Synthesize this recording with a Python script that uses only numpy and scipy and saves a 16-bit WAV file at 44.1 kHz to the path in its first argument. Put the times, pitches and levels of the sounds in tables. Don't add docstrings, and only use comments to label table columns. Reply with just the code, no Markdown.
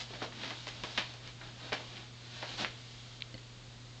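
import sys
import numpy as np
from scipy import signal
from scipy.fft import rfft, irfft
from scipy.io import wavfile

SR = 44100
rng = np.random.default_rng(int(sys.argv[2]) if len(sys.argv) > 2 else 0)


def digitize_waveform(pressure):
    field = np.atleast_2d(pressure).T
    bounded = np.clip(field, -1, 1)
    quanta = np.round(bounded * 32767).astype(np.int16)
    wavfile.write(sys.argv[1], SR, quanta)


N = 176400


def amp(db):
    return 10 ** (np.asarray(db) / 20)


def curve_at(points, hz):
    freqs, values = np.transpose(points)
    return np.interp(np.log(hz + 1), np.log(freqs + 1), values)


def add(mix, start_s, sound):
    part = mix[max(round(start_s * SR), 0):][:len(sound)]
    part += sound[:len(part)]


def colour(x, spectrum, tilt_db=0):
    hz = np.fft.rfftfreq(len(x), 1 / SR)
    shaped = irfft(rfft(x) * amp(curve_at(spectrum, hz) + tilt_db * np.log2(hz + 1)), len(x))
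    return shaped / np.sqrt(np.mean(shaped ** 2) + 1e-20)


def damped_pulse(hz, q, cutoff_hz):
    swing = signal.lfilter(*signal.iirpeak(hz, q, fs=SR), signal.unit_impulse(1024))
    swing = signal.lfilter(*signal.butter(4, min(cutoff_hz, SR / 3), fs=SR), swing)
    return swing / abs(swing).max()


def ring(modes):
    t = np.arange(SR // 5) / SR
    return sum(amp(db - 60 * t / t60) * np.sin(2 * np.pi * hz * t) for hz, db, t60 in modes)


# (frequency [Hz], T60 [s])
ROOM_T60 = [(150, 0.35), (500, 0.52), (1500, 0.34), (3500, 0.49), (8000, 0.44)]
def room(x, reverb_db):
    onset_s, early_s, early_db = 0.0017, 0.019, 5
    t = np.arange(SR // 2) / SR
    reflections = rng.choice([-1., 1.], len(t)) * (rng.random(len(t)) < .1)
    hz, frame_s, bands = signal.stft(reflections, SR, nperseg=256)
    decay = amp(-60 * frame_s / curve_at(ROOM_T60, hz)[:, None])
    tail = signal.istft(bands * decay, SR, nperseg=256)[1][:len(t)]
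    tail *= np.minimum(t / onset_s, 1) ** 2 * (1 + amp(early_db) * np.exp(-t / early_s))
    tail = amp(reverb_db) * tail / np.linalg.norm(tail)
    return signal.fftconvolve(x, tail + (t == 0))


# (frequency [Hz], rms level [dB])
HUM_PARTIALS = [(119.8, -52.5), (239.6, -67.5), (359.4, -83)]
def mains_hum():
    t = np.arange(N) / SR
    return sum(amp(db) * np.sqrt(2) * np.sin(2 * np.pi * (hz * t + rng.random()))
               for hz, db in HUM_PARTIALS)


# (frequency [Hz], relative spectral density [dB])
HISS_SPECTRUM = [(10, -21.5), (24, -2), (34, 2.5), (45, 4.5), (65, -1.5), (100, -1.5), (190, -3.5),
                 (280, -5), (400, -7.5), (800, -11.5), (1500, -13), (2500, -13), (3700, -9.5),
                 (4600, -11.5), (5500, -17.5), (7100, -18), (8500, -28)]
def hiss(level_db=-54):
    return amp(level_db) * colour(rng.standard_normal(N), HISS_SPECTRUM)


# (frequency [Hz], relative spectral density [dB])
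CLOTH_SPECTRUM = [(60, -32), (150, -1), (250, 2), (450, -3), (700, 0), (1100, -2.5), (2000, -3.5),
                  (2800, -1.5), (3750, 1), (4700, -5), (5500, -10), (6800, -16), (8500, -29.5)]
# (peak time [s], level [dB], rise width [s], fall width [s], tilt [dB/octave])
SCRAPES = [(.005, -39.5, 0.022, 0.021, 2), (.14, -48.5, 0.053, 0.053, 0.5), (0.231, -43, 0.02, 0.031, -0.5),
           (.44, -44, 0.072, 0.097, 0), (.62, -51, 0.067, 0.13, 3.5), (.79, -52, 0.11, 0.069, 0),
           (0.931, -47, 0.088, 0.079, 2), (.99, -36, 0.012, 0.013, -0.5), (1.06, -52, 0.05, 0.096, 1),
           (1.28, -51, 0.048, 0.026, -0.5), (1.455, -50, 0.048, 0.048, -1),
           (1.65, -47.5, 0.056, 0.066, -0.5), (1.789, -52, 0.035, 0.15, 1.5),
           (1.971, -51, 0.057, 0.059, -1), (2.421, -48.5, 0.14, 0.05, 1), (2.52, -44, 0.055, 0.041, 1),
           (2.592, -37.5, 0.012, 0.026, 0.5), (2.655, -51.5, 0.0091, 0.02, 0),
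           (2.62, -36.5, 0.014, 0.019, -1), (2.615, -46, 0.035, .014, 9), (2.95, -56, 0.4, 0.25, 3.5)]
def cloth_scrapes(slips_per_s=3500, spread_db=2, reverb_db=-1.5):
    out, t = np.zeros(N), np.arange(N) / SR
    for peak_s, db, rise, fall, tilt_db in SCRAPES:
        sizes = amp(spread_db * np.minimum(rng.exponential(1, N), 4))
        slips = sizes * rng.choice([-1., 1.], N) * (rng.random(N) < slips_per_s / SR)
        stroke = np.exp(-((t - peak_s) / np.where(t < peak_s, rise, fall)) ** 2 / 2)
        add(out, 0, amp(db) * room(stroke * colour(slips, CLOTH_SPECTRUM, tilt_db), reverb_db))
    return out / np.hypot(1, amp(reverb_db))


# (frequency [Hz], relative level [dB], T60 [s])
RING_MODES = [(1680, -27.5, .15), (2047, -30.5, .22), (2332, -31, 0.15), (3100, -28, .18),
              (4430, -33.5, .2)]
# (time [s], level [dB], centre [Hz], reverberant/direct [dB])
SNAGS = [(.005, -31, 3520, -2), (.034, -41, 3500, -10), (.138, -34, 2200, 4), (.219, -35.5, 1320, 3),
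         (0.2271, -27, 2630, 1), (.324, -35.5, 1800, 2), (0.4334, -30.5, 2200, 5.5),
         (.4362, -26.5, 2240, 2.5), (.4568, -31, 2510, -6), (0.478, -31, 2600, -3), (.500, -30, 2500, -1),
         (0.506, -28.5, 2240, 2), (0.6703, -27, 2580, -3.5), (0.6796, -28, 3100, 2),
         (.688, -29, 3000, -1.5), (0.8367, -23.5, 2700, 2), (0.8408, -34.5, 2000, 7.5),
         (0.9769, -16.5, 2500, -2), (.9801, -15.5, 2220, 2.5), (1.139, -35.5, 3450, -4),
         (1.276, -31, 3000, -2.5), (1.413, -38.5, 1500, 6), (1.7216, -24, 2000, 3.5),
         (1.7265, -25, 1840, 4), (1.7293, -23, 2660, 3), (1.7306, -21, 2630, 2), (1.969, -33.5, 2700, 5),
         (2.4267, -27, 2130, 3.5), (2.6474, -16.5, 1760, -2.5)]
def claw_snags(fibres_per_s=880, fibre_db=-21.5, fibre_decay_s=0.0099):
    out, t = np.zeros(N), np.arange(SR // 10) / SR
    for start_s, db, hz, reverb_db in SNAGS:
        fibres = rng.standard_normal(len(t)) * (rng.random(len(t)) < fibres_per_s / SR)
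        releases = (t == 0) + amp(fibre_db) * fibres * np.exp(-t / fibre_decay_s)
        snap = signal.fftconvolve(releases, damped_pulse(hz, q=1.15, cutoff_hz=2.09 * hz))
        add(out, start_s, amp(db) * room(snap, reverb_db))
        add(out, start_s, amp(db) * ring(RING_MODES))
    return out


# (frequency [Hz], relative level [dB], T60 [s])
BACKREST_MODES = [(182, -29.5, 0.15), (309, -27.5, 0.099), (621, -20.5, 0.22)]
# (time [s], level [dB], centre [Hz])
THUMPS = [(.107, -40, 340), (.136, -40, 400), (.2195, -27, 744), (.223, -34, 300), (.2355, -31.5, 800),
          (.435, -36.5, 493), (.51, -36.5, 600), (.671, -33, 714), (0.835, -39.5, 278), (.8395, -30.5, 760),
          (0.9807, -29.5, 640), (1.142, -43.5, 620), (1.645, -45, 400), (1.7215, -29, 530),
          (1.7262, -27.5, 520), (1.797, -39, 547), (2.429, -31.5, 526), (2.618, -33, 545)]
def paw_thumps():
    out = np.zeros(N)
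    for start_s, db, hz in THUMPS:
        knock = damped_pulse(hz, q=1, cutoff_hz=2.94 * hz)
        add(out, start_s, amp(db) * room(knock, reverb_db=4))
        add(out, start_s, amp(db) * ring(BACKREST_MODES))
    return out


# (frequency [Hz], relative level [dB], T60 [s])
CLICK_MODES = [(2320, -7.5, 0.012), (2750, -4, 0.0085), (3280, 2, .006), (3930, -0.5, 0.0063)]
# (time [s], level [dB])
CLICKS = [(3.2064, -31), (3.223, -36), (3.221, -17.5)]
def dry_clicks(rise_s=0.00061):
    out, t = np.zeros(N), np.arange(SR // 5) / SR
    attack = 1 - np.exp(-(t / rise_s) ** 2)
    for start_s, db in CLICKS:
        add(out, start_s, amp(db) * ring(CLICK_MODES) * attack)
    return out


# (frequency [Hz], relative level [dB], T60 [s])
CASE_LOW_MODES = [(150, -8, 0.045), (286, -4, 0.044), (508, -4.5, 0.034)]
CASE_HIGH_MODES = [(2050, -4, 0.028), (2960, -3, .02), (4400, -1, 0.023)]
# (time [s], level [dB], gain of the low modes [dB])
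BUMPS = [(3.3424, -41, 2.5), (3.3517, -51.5, 12), (3.3796, -45, -8)]
def case_bumps():
    out = np.zeros(N)
    for start_s, db, low_db in BUMPS:
        add(out, start_s, amp(db) * (ring(CASE_HIGH_MODES) + amp(low_db) * ring(CASE_LOW_MODES)))
    return out


def scene():
    mono = mains_hum() + hiss() + cloth_scrapes() + claw_snags() + paw_thumps()
    mono += dry_clicks() + case_bumps()
    return np.array([mono, mono])


# (frequency [Hz], gain [dB])
MIC_RESPONSE = [(20, -1), (7000, 0), (7700, -1.5), (8200, -5.5), (8700, -11)]
def record(dry):
    mic_gain = amp(curve_at(MIC_RESPONSE, np.fft.rfftfreq(2 * N, 1 / SR)))
    dull = irfft(rfft(dry, 2 * N) * mic_gain)[:, :N]
    band_limit = signal.firwin(301, cutoff=8800, window=("kaiser", 9), fs=SR)
    return signal.oaconvolve(dull, band_limit[None], "same")


dry = scene()
out = record(dry)
digitize_waveform(out)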